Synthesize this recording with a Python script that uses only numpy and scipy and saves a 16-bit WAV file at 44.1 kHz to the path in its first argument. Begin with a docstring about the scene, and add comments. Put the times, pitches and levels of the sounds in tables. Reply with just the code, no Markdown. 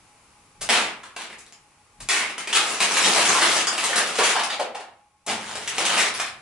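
"""A faint wavering whine and room hiss, then playing cards flicked at a house of cards in a bare, ringing room.
The first card hits the wall; the second fells the tower, which pours over a wooden table and on to the floor.
A hand then knocks down the stump, with a low table thump.
Each card sound is a cluster of tiny random contacts, coloured by card and table, heard mostly through the room;
whine and thump are sines, and hiss, air pushes and rumble are shaped noise."""
import sys
import numpy as np
from scipy import signal
from scipy.fft import rfft, irfft, next_fast_len
from scipy.io import wavfile
from scipy.ndimage import uniform_filter1d, minimum_filter1d, map_coordinates

SR = 44100
rng = np.random.default_rng(int(sys.argv[2]) if len(sys.argv) > 2 else 0)


def master_out(mix):
    """Clip the mix to full scale and print it as 16-bit PCM to the path in sys.argv[1]."""
    frames = np.transpose(np.atleast_2d(mix))
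    ceiling = np.clip(frames, -1, 1)
    pcm = np.round(ceiling * 32767).astype(np.int16)
    wavfile.write(sys.argv[1], SR, pcm)


N = 282681  # samples

# room hiss: (time [s], level [dB])
HISS_LEVEL = [(0, -56.5), (.5, -57), (1.8, -59), (4.4, -58), (5.15, -67), (6.4, -56)]
# hiss spectrum: (frequency [Hz], relative density [dB])
HISS_SPECTRUM = [(15, -24), (28, -12.5), (100, -8), (260, -14.5), (650, -18), (850, -13.5), (1200, -13.5),
                 (1700, -21.5), (2400, -16.5), (3300, -24.5), (11000, -25)]
# faint tones: (centre frequency [Hz], rms level [dB])
WHINE_TONES = [(834, -66), (1087, -79)]
# card on card and wood: (frequency [Hz], relative density [dB])
CARD_SPECTRUM = [(24, -63.5), (50, -37), (100, -20), (160, -16), (222, -10.5), (400, -5.5), (600, -4.5),
                 (900, -.5), (1840, -0.5), (2700, -1), (5500, -6), (9500, -9), (11000, -13.5)]
# table and room resonances: (centre [Hz], width [Hz], peak [dB])
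BODY_RESONANCES = [(193, 11, 7), (227.5, 9, 9.5), (334.5, 11, 6), (423, 28, 3.5), (520, 13, 2),
                   (700, 110, 2.5), (1160, 31, 0.5), (1256, 11, 5), (1900, 9.4, -0.5)]
# room decay: (frequency [Hz], t60 [s])
ROOM_DECAY = [(150, 0.9), (400, 0.51), (1000, 0.51), (2800, 0.41), (7300, 0.25), (11000, 0.21)]
# gain of the side channel: (frequency [Hz], gain [dB])
SIDE_GAIN = [(120, -13.5), (250, -13.5), (500, -10.5), (1000, -6), (2000, -4.5), (4000, -1.5), (8000, 0)]
# stereo tilt: (frequency [Hz], left minus right [dB])
LEFT_LEAN = [(500, 0.1), (2000, -0.7), (4000, 1), (8000, 4.5), (11000, 4)]
# card leaves the fingers: (time [s], swish [dB], rise [s], decay [s], air push [dB])
FLICK_EVENTS = [(0.607, -19, 0.011, 0.012, -48.5), (2, -31, 0.0059, 0.01, -48.5)]
# two thrown cards, then the hand:
# (time [s], snap [dB], flutter [dB], flutter time [s], weight [dB], brightness [dB], ring [Hz], ring [dB])
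STRIKE_EVENTS = [(.690, -6.5, -17, 0.11, 1.5, -4.5, 2420, 4),
                 (2.088, -10.5, -20.5, 0.11, -5.5, 2.5, 2150, 8),
                 (5.274, -23.5, -26, 0.062, 10.5, -2, 850, 1)]
# single cards land edge first, then flop on to their face:
# (time [s], edge [dB], weight [dB], brightness [dB], ring [Hz], flop re edge [dB])
LANDING_EVENTS = [(1.033, -37, 3.5, -3, 1290, -8), (1.164, -26.5, -1.5, -4, 905, -9),
                  (1.3, -39, 7, -4, 2280, -4.5), (1.384, -47.5, -2, 15, 2500, -9.5),
                  (2.205, -18.5, 7, -23, 2060, -11.5), (2.297, -30.5, 8.5, -2, 2400, -16),
                  (2.38, -28, 3, 2.5, 2318, -5.5), (2.473, -28, 7, 0.5, 2500, -5),
                  (2.528, -13.5, -10.5, 1.5, 3350, 2.5), (2.803, -13.5, 3, 3.5, 2640, -7),
                  (2.969, -14.5, 0, 2.5, 1870, -19.5), (3.04, -14.5, 0, 4.5, 3300, -6.5),
                  (3.252, -11, -19, 5, 2580, -23), (3.779, -18.5, 0.5, 2.5, 2700, -11),
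                  (3.839, -21.5, 8, 8, 2580, -15), (3.958, -16.5, -2.5, 5.5, 1710, -2.5),
                  (4.235, -11.5, -9, 1, 2530, -6.5), (4.434, -17, -16, 3.5, 1069, -16),
                  (4.501, -19.5, -3.5, -5.5, 4230, -5.5), (5.264, -35.5, 7, 11, 874, -20),
                  (5.676, -18, -11.5, 4, 2200, -20), (5.782, -15.5, 1, -2, 550, -7),
                  (5.852, -16.5, -7.5, 6, 3070, -23), (5.976, -16, -4.5, 4.5, 2160, -3),
                  (6.198, -19.5, 3.5, 1, 2120, -29)]
# corner ticks on the wood, card stays standing: (time [s], level [dB], weight [dB], brightness [dB], ring [Hz])
TICK_EVENTS = [(1.065, -39, 0, -5, 3000), (1.465, -47.5, 21, -0.5, 8000), (1.524, -40, 4.5, 4, 645),
               (3.67, -6, -6.5, 4, 3830), (5.555, -26.5, 10.5, 4, 690)]
# first card skids, tower falls, heap spreads and spills, stump caves in, its last storey follows:
# (start [s], full flow [s], stop [s], full flow [dB], build-up [dB], weight at full flow [dB], brightness [dB])
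POUR_EVENTS = [(1.199, 1.2, 1.22, -34, 2, -1, -4), (2.53, 3.0, 3.585, -21.5, 9.5, 5.5, 0),
               (3.721, 3.963, 4.2, -29, 1.5, -0.5, -1.5), (4.145, 4.255, 4.33, -23, 2.5, -5.5, -0.5),
               (5.401, 5.899, 6.042, -24, 11.5, 3, -3.5), (6.139, 6.218, 6.255, -32, -5.5, -10.5, -1.5)]
# packets drop flat with a hollow knock: (time [s], level [dB], ring [Hz], ring [dB])
KNOCK_EVENTS = [(3.162, -10.5, 740, 13.5), (3.302, -28, 1260, 21.5), (3.346, -20, 990, 22),
                (3.421, -5.5, 1010, 6), (3.895, -24, 530, 25), (3.93, -19, 1750, 12.5),
                (3.995, -23.5, 610, 23), (4.186, -12, 543, 26.5), (4.199, -17.5, 1020, 16),
                (4.356, -19, 808, 23.5), (4.393, -17, 980, 5.5), (4.525, -36, 725, 28.5),
                (4.595, -19.5, 610, 24), (4.622, -41, 634, 28), (4.748, -26, 648, 23),
                (4.8, -32.5, 620, 13)]

TOP_HZ = 11080  # band limit
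SNAP_S, RECOIL_S = 0.002, 0.005  # snap or tick length, wait until the struck card flutters
EDGE_S, FLOP_AFTER_S, FLOP_S = 0.0089, 0.021, 0.018  # edge contact, wait for the flop, flop length
CARD_RING_DB, TICK_RING_DB = 7.5, 4  # a corner hardly bends the card, so it rings weakly
KNOCK_S, KNOCK_WEIGHT_DB, KNOCK_BRIGHT_DB, KNOCK_Q = 0.015, -6.5, -7.5, 3.14
ECHO_SHARE = 0.62  # amplitude of the nearest reflection
WEIGHT_DB_PER_FLOW_DB = 0.63
CUSHION_DB_PER_S = 14  # the growing heap covers the wood: pours lose weight
BUILD_POWER = 4.1  # exponent of the build-up
DRAIN_S = 0.075  # time for the flow to sink by 20 dB


def amp(db):
    """Decibels to amplitude ratio."""
    return 10 ** (np.asarray(db) / 20)


def unit(x):
    """Scale to rms 1."""
    return x / np.sqrt(np.mean(x ** 2) + 1e-20)


def along(points, hz):
    """Interpolate (frequency [Hz], value) points on a log axis."""
    f, v = np.transpose(points)
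    return np.interp(np.log(hz + 1), np.log(f + 1), v)


def wobble(knots_per_s):
    """Smooth random curve through normal knots."""
    knots = rng.standard_normal(int(N * knots_per_s / SR) + 4)
    return map_coordinates(knots, [np.arange(N) * knots_per_s / SR])


def filtered(x, response):
    """Multiply the spectrum of x by a response of frequency."""
    n = x.shape[-1]
    m = next_fast_len(n + 8192)  # padded against wrap-around
    return irfft(rfft(x, m) * response(np.fft.rfftfreq(m, 1 / SR)), m)[..., :n]


def causal(gain):
    """Minimum-phase impulse response with this gain on an FFT grid, by folding the cepstrum."""
    cepstrum = irfft(np.log(np.maximum(gain, 1e-6)))
    half = len(cepstrum) // 2
    cepstrum[1:half] *= 2
    cepstrum[half + 1:] = 0
    return irfft(np.exp(rfft(cepstrum)))[:half]


def add(track, sound, s):
    """Mix a sound in at time s."""
    start = max(round(s * SR), 0)
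    part = sound[..., :max(N - start, 0)]
    track[..., start:start + part.shape[-1]] += part


def noise(spectrum):
    """Independent mid and side noise, rms 1, with this spectrum."""
    return unit(filtered(rng.standard_normal((2, N)), lambda hz: amp(along(spectrum, hz))))


def contacts(n, rate_hz, spread_db, rub_db):
    """Card edges tick at random moments and sizes, over the rub of their faces; rms 1."""
    hits = (rng.random(n) < rate_hz / SR) * rng.choice([-1, 1], n)
    sizes = amp(spread_db * np.clip(rng.standard_normal(n), -2, 2))
    return unit(unit(hits * sizes) + amp(rub_db) * rng.standard_normal(n))


def tone_db(hz, weight_db, bright_db):
    """Flat landings sound heavy (low shelf), edges click brightly (high shelf)."""
    low_shelf = along([(650, 0.85), (1250, 0.28)], hz)
    high_shelf = along([(3200, 0.045), (6000, 0.9)], hz)
    return weight_db * low_shelf + bright_db * high_shelf


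def slap(db, flutter_s, weight_db, bright_db, ring_hz, ring_db, q=2.75, snap_db=-6, snap_decay_s=0.0022, hold=1.74):
    """A card snaps against something, then flutters to rest, with one broad resonance of its own."""
    t, hz = np.arange(SR // 3) / SR, np.fft.rfftfreq(2048, 1 / SR)
    flutter = contacts(len(t), rate_hz=1500, spread_db=4.0, rub_db=-2.5) * np.exp(-(t / flutter_s) ** hold)
    snap = amp(snap_db) * np.exp(-t / snap_decay_s) * rng.standard_normal(len(t))
    peak = 1 / (1 + (2 * q * (hz - ring_hz) / ring_hz) ** 2)
    ring = 1 + (amp(ring_db) - 1) * peak
    # the nearest surface throws back a copy that combs the spectrum
    echo_s = rng.uniform(0.002, 0.006)
    comb = np.abs(1 + ECHO_SHARE * np.exp(2j * np.pi * hz * echo_s)) / np.hypot(1, ECHO_SHARE)
    gain = amp(db + tone_db(hz, weight_db, bright_db)) * ring * comb
    return signal.fftconvolve(flutter + snap, causal(gain))


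def background():
    """Room hiss, and faint whines that waver in pitch and keep fading in and out."""
    t = np.arange(N) / SR
    level_db = np.interp(t, *np.transpose(HISS_LEVEL)) + 0.26 * wobble(2.5)
    out = amp(level_db) * noise(HISS_SPECTRUM)
    for hz, db in WHINE_TONES:
        phase = 2 * np.pi * np.cumsum(hz + 6 * wobble(22)) / SR
        swell = unit(amp(7 * np.tanh(2 * wobble(26))))
        out[0] += amp(db) * swell * np.sqrt(2) * np.sin(phase)  # mid only
    return out


def swishes(weight_db, bright_db):
    """The thrown card slides off the fingertips: a short noise stroke."""
    out, t = np.zeros(N), np.arange(SR // 5) / SR
    for s, db, rise_s, decay_s, _ in FLICK_EVENTS:
        stroke = (1 - np.exp(-(t / rise_s) ** 2)) * np.exp(-t / decay_s)
        add(out, amp(db) * stroke * rng.standard_normal(len(t)), s)
    return filtered(out, lambda hz: amp(tone_db(hz, weight_db, bright_db)))


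def puffs(lag_s, sigma_s):
    """The swing of the hand pushes a soft wave of air at the microphone: Gaussian swells of low noise."""
    t = np.arange(N) / SR
    swell = sum(amp(db) * np.exp(-((t - s - lag_s) / sigma_s) ** 2 / 2) for s, *_, db in FLICK_EVENTS)
    return swell * noise([(15, -29.5), (35, -2.5), (65, -14), (150, -10.5), (600, -40.5), (2000, -100)])


def strikes():
    """A hard hit is a short snap; the card recoils and flutters on."""
    out = np.zeros(N)
    for s, snap_db, flutter_db, flutter_s, *colour in STRIKE_EVENTS:
        add(out, slap(snap_db, SNAP_S, *colour), s)
        add(out, slap(flutter_db, flutter_s, *colour), s + RECOIL_S)
    return out


def landings():
    """A falling card touches with its edge, tips over and flops down."""
    out = np.zeros(N)
    for s, db, weight_db, bright_db, ring_hz, flop_db in LANDING_EVENTS:
        colour = weight_db, bright_db, ring_hz, CARD_RING_DB
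        add(out, slap(db, EDGE_S, *colour), s)
        add(out, slap(db + flop_db, FLOP_S, *colour), s + FLOP_AFTER_S)
    return out


def ticks():
    """A corner gives a bare snap with no long flutter."""
    out = np.zeros(N)
    for s, db, *colour in TICK_EVENTS:
        add(out, slap(db, SNAP_S, *colour, TICK_RING_DB), s)
    return out


def flow_db(s, start, full, stop, build_db):
    """A pour re full flow: moves from -build_db to 0 ever faster, holds, then runs dry ever faster."""
    progress = np.clip((s - start) / max(full - start, 1e-3), 0, 1)
    drain = np.maximum(s - stop, 0) / DRAIN_S
    return build_db * (progress ** BUILD_POWER - 1) - 20 * drain ** 2


def cascade(pour, patchy_db, falls_per_s, settle_s, slide):
    """Cards land at random, each with a short patter, over the steady sliding of the heap."""
    start, full, stop, db, build_db, weight_db, bright_db = pour
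    n = int((stop - start + 0.5) * SR)
    falls = (rng.random(n) < falls_per_s / SR) * rng.uniform(0.31, 1, n)
    patter_power = signal.lfilter([1], [1, -np.exp(-2 / (settle_s * SR))], falls)
    rustle = contacts(n, rate_hz=700, spread_db=4.0, rub_db=-9)
    stream = unit(rustle * np.sqrt(patter_power + slide))
    # each clump of cards rings with its own colour
    hz, t, z = signal.stft(stream, SR, nperseg=256)
    patches = uniform_filter1d(rng.standard_normal(z.shape), size=5, axis=0)
    patches = unit(uniform_filter1d(patches, size=6, axis=1))
    flow = flow_db(start + t, start, full, stop, build_db)
    weight = weight_db + WEIGHT_DB_PER_FLOW_DB * flow - CUSHION_DB_PER_S * (start + t - full)
    gain = amp(db + flow + tone_db(hz[:, None], weight, bright_db) + patchy_db * patches)
    out = np.zeros(N)
    add(out, signal.istft(z * gain, SR, nperseg=256)[1][:n], start)
    return out


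def knocks():
    """A packet lands all at once, dull and with a strong low ring."""
    out = np.zeros(N)
    for s, db, ring_hz, ring_db in KNOCK_EVENTS:
        add(out, slap(db, KNOCK_S, KNOCK_WEIGHT_DB, KNOCK_BRIGHT_DB, ring_hz, ring_db, KNOCK_Q), s)
    return out


def table_thump(s, db, hz, t60_s, rumble_db, rumble_t60_s):
    """The hand's blow sets the table top humming and its frame rumbling."""
    t = np.maximum(np.arange(N) / SR - s, 0)
    hum = amp(db - 60 * t / t60_s) * np.sin(2 * np.pi * hz * t)
    rumble = noise([(15, -30), (50, -8), (100, 2.0), (170, -0.5), (500, -52), (2000, -100)])
    rumble *= amp(rumble_db - 60 * t / rumble_t60_s)
    onset = 1 - np.exp(-t / 0.026)
    return onset * (np.outer([1, 0], hum) + rumble)


def in_room(x, direct_db, slant):
    """Mid and side: straight path plus a diffuse field that stores each band's energy and leaks it away."""
    grid = dict(fs=SR, nperseg=512, noverlap=384)
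    hz, t, z = signal.stft(x, **grid)
    keep = amp(-60 * t[1] / along(ROOM_DECAY, hz)) ** 2  # energy kept per frame
    # leaky integrator, two frames late
    stored = np.array([signal.lfilter([0, 0, 1 - k], [1, -k], np.abs(band) ** 2) for k, band in zip(keep, z)])
    scatter = signal.stft(rng.standard_normal((2, N)), **grid)[2]
    field = signal.istft(scatter / np.std(scatter) * np.sqrt(stored), **grid)[1][:, :N]
    # the straight sound reaches the right port a moment before the left
    straight = np.array([x, -slant * np.gradient(x)])
    return (field + amp(direct_db) * straight) / np.hypot(1, amp(direct_db))


def cards():
    """All contacts sound through the stiff card and the table under it, into the room."""
    hz = np.fft.rfftfreq(16384, 1 / SR)
    boom_db = sum(db / (1 + (2 * (hz - centre) / width) ** 2) for centre, width, db in BODY_RESONANCES)
    top_cut_db = 4.3 * np.clip(hz / TOP_HZ - 1, 0, 1)
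    body = causal(unit(amp(along(CARD_SPECTRUM, hz) + boom_db - top_cut_db)))
    blows = swishes(weight_db=7.5, bright_db=6) + strikes() + landings() + ticks() + knocks()
    for pour in POUR_EVENTS:
        blows += cascade(pour, patchy_db=2.5, falls_per_s=70, settle_s=0.0046, slide=0.2)
    return signal.fftconvolve(in_room(blows, direct_db=-3.0, slant=1.0), body[None], axes=1)[:, :N]


def scene():
    """Two close microphone ports: alike in the bass, increasingly unrelated in the treble."""
    thump = table_thump(s=5.275, db=-36, hz=212, t60_s=0.88, rumble_db=-54.0, rumble_t60_s=7.2)
    mid, side = cards() + puffs(lag_s=0.041, sigma_s=0.037) + thump + background()
    side = filtered(side, lambda hz: amp(along(SIDE_GAIN, hz)))
    left_right = np.array([mid + side, mid - side])
    return filtered(left_right, lambda hz: amp(np.outer([0.5, -0.5], along(LEFT_LEAN, hz))))


def record(dry, ceiling=0.52):
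    """A look-ahead limiter holds down the peaks of both channels alike; a steep low-pass cuts above TOP_HZ."""
    needed = np.minimum(1, ceiling / (np.abs(dry).max(axis=0) + 1e-9))
    gain = uniform_filter1d(minimum_filter1d(needed, size=129), size=129)
    return filtered(dry * gain, lambda hz: 1 / np.sqrt(1 + (hz / TOP_HZ) ** 300))


dry = scene()
out = record(dry)
master_out(out)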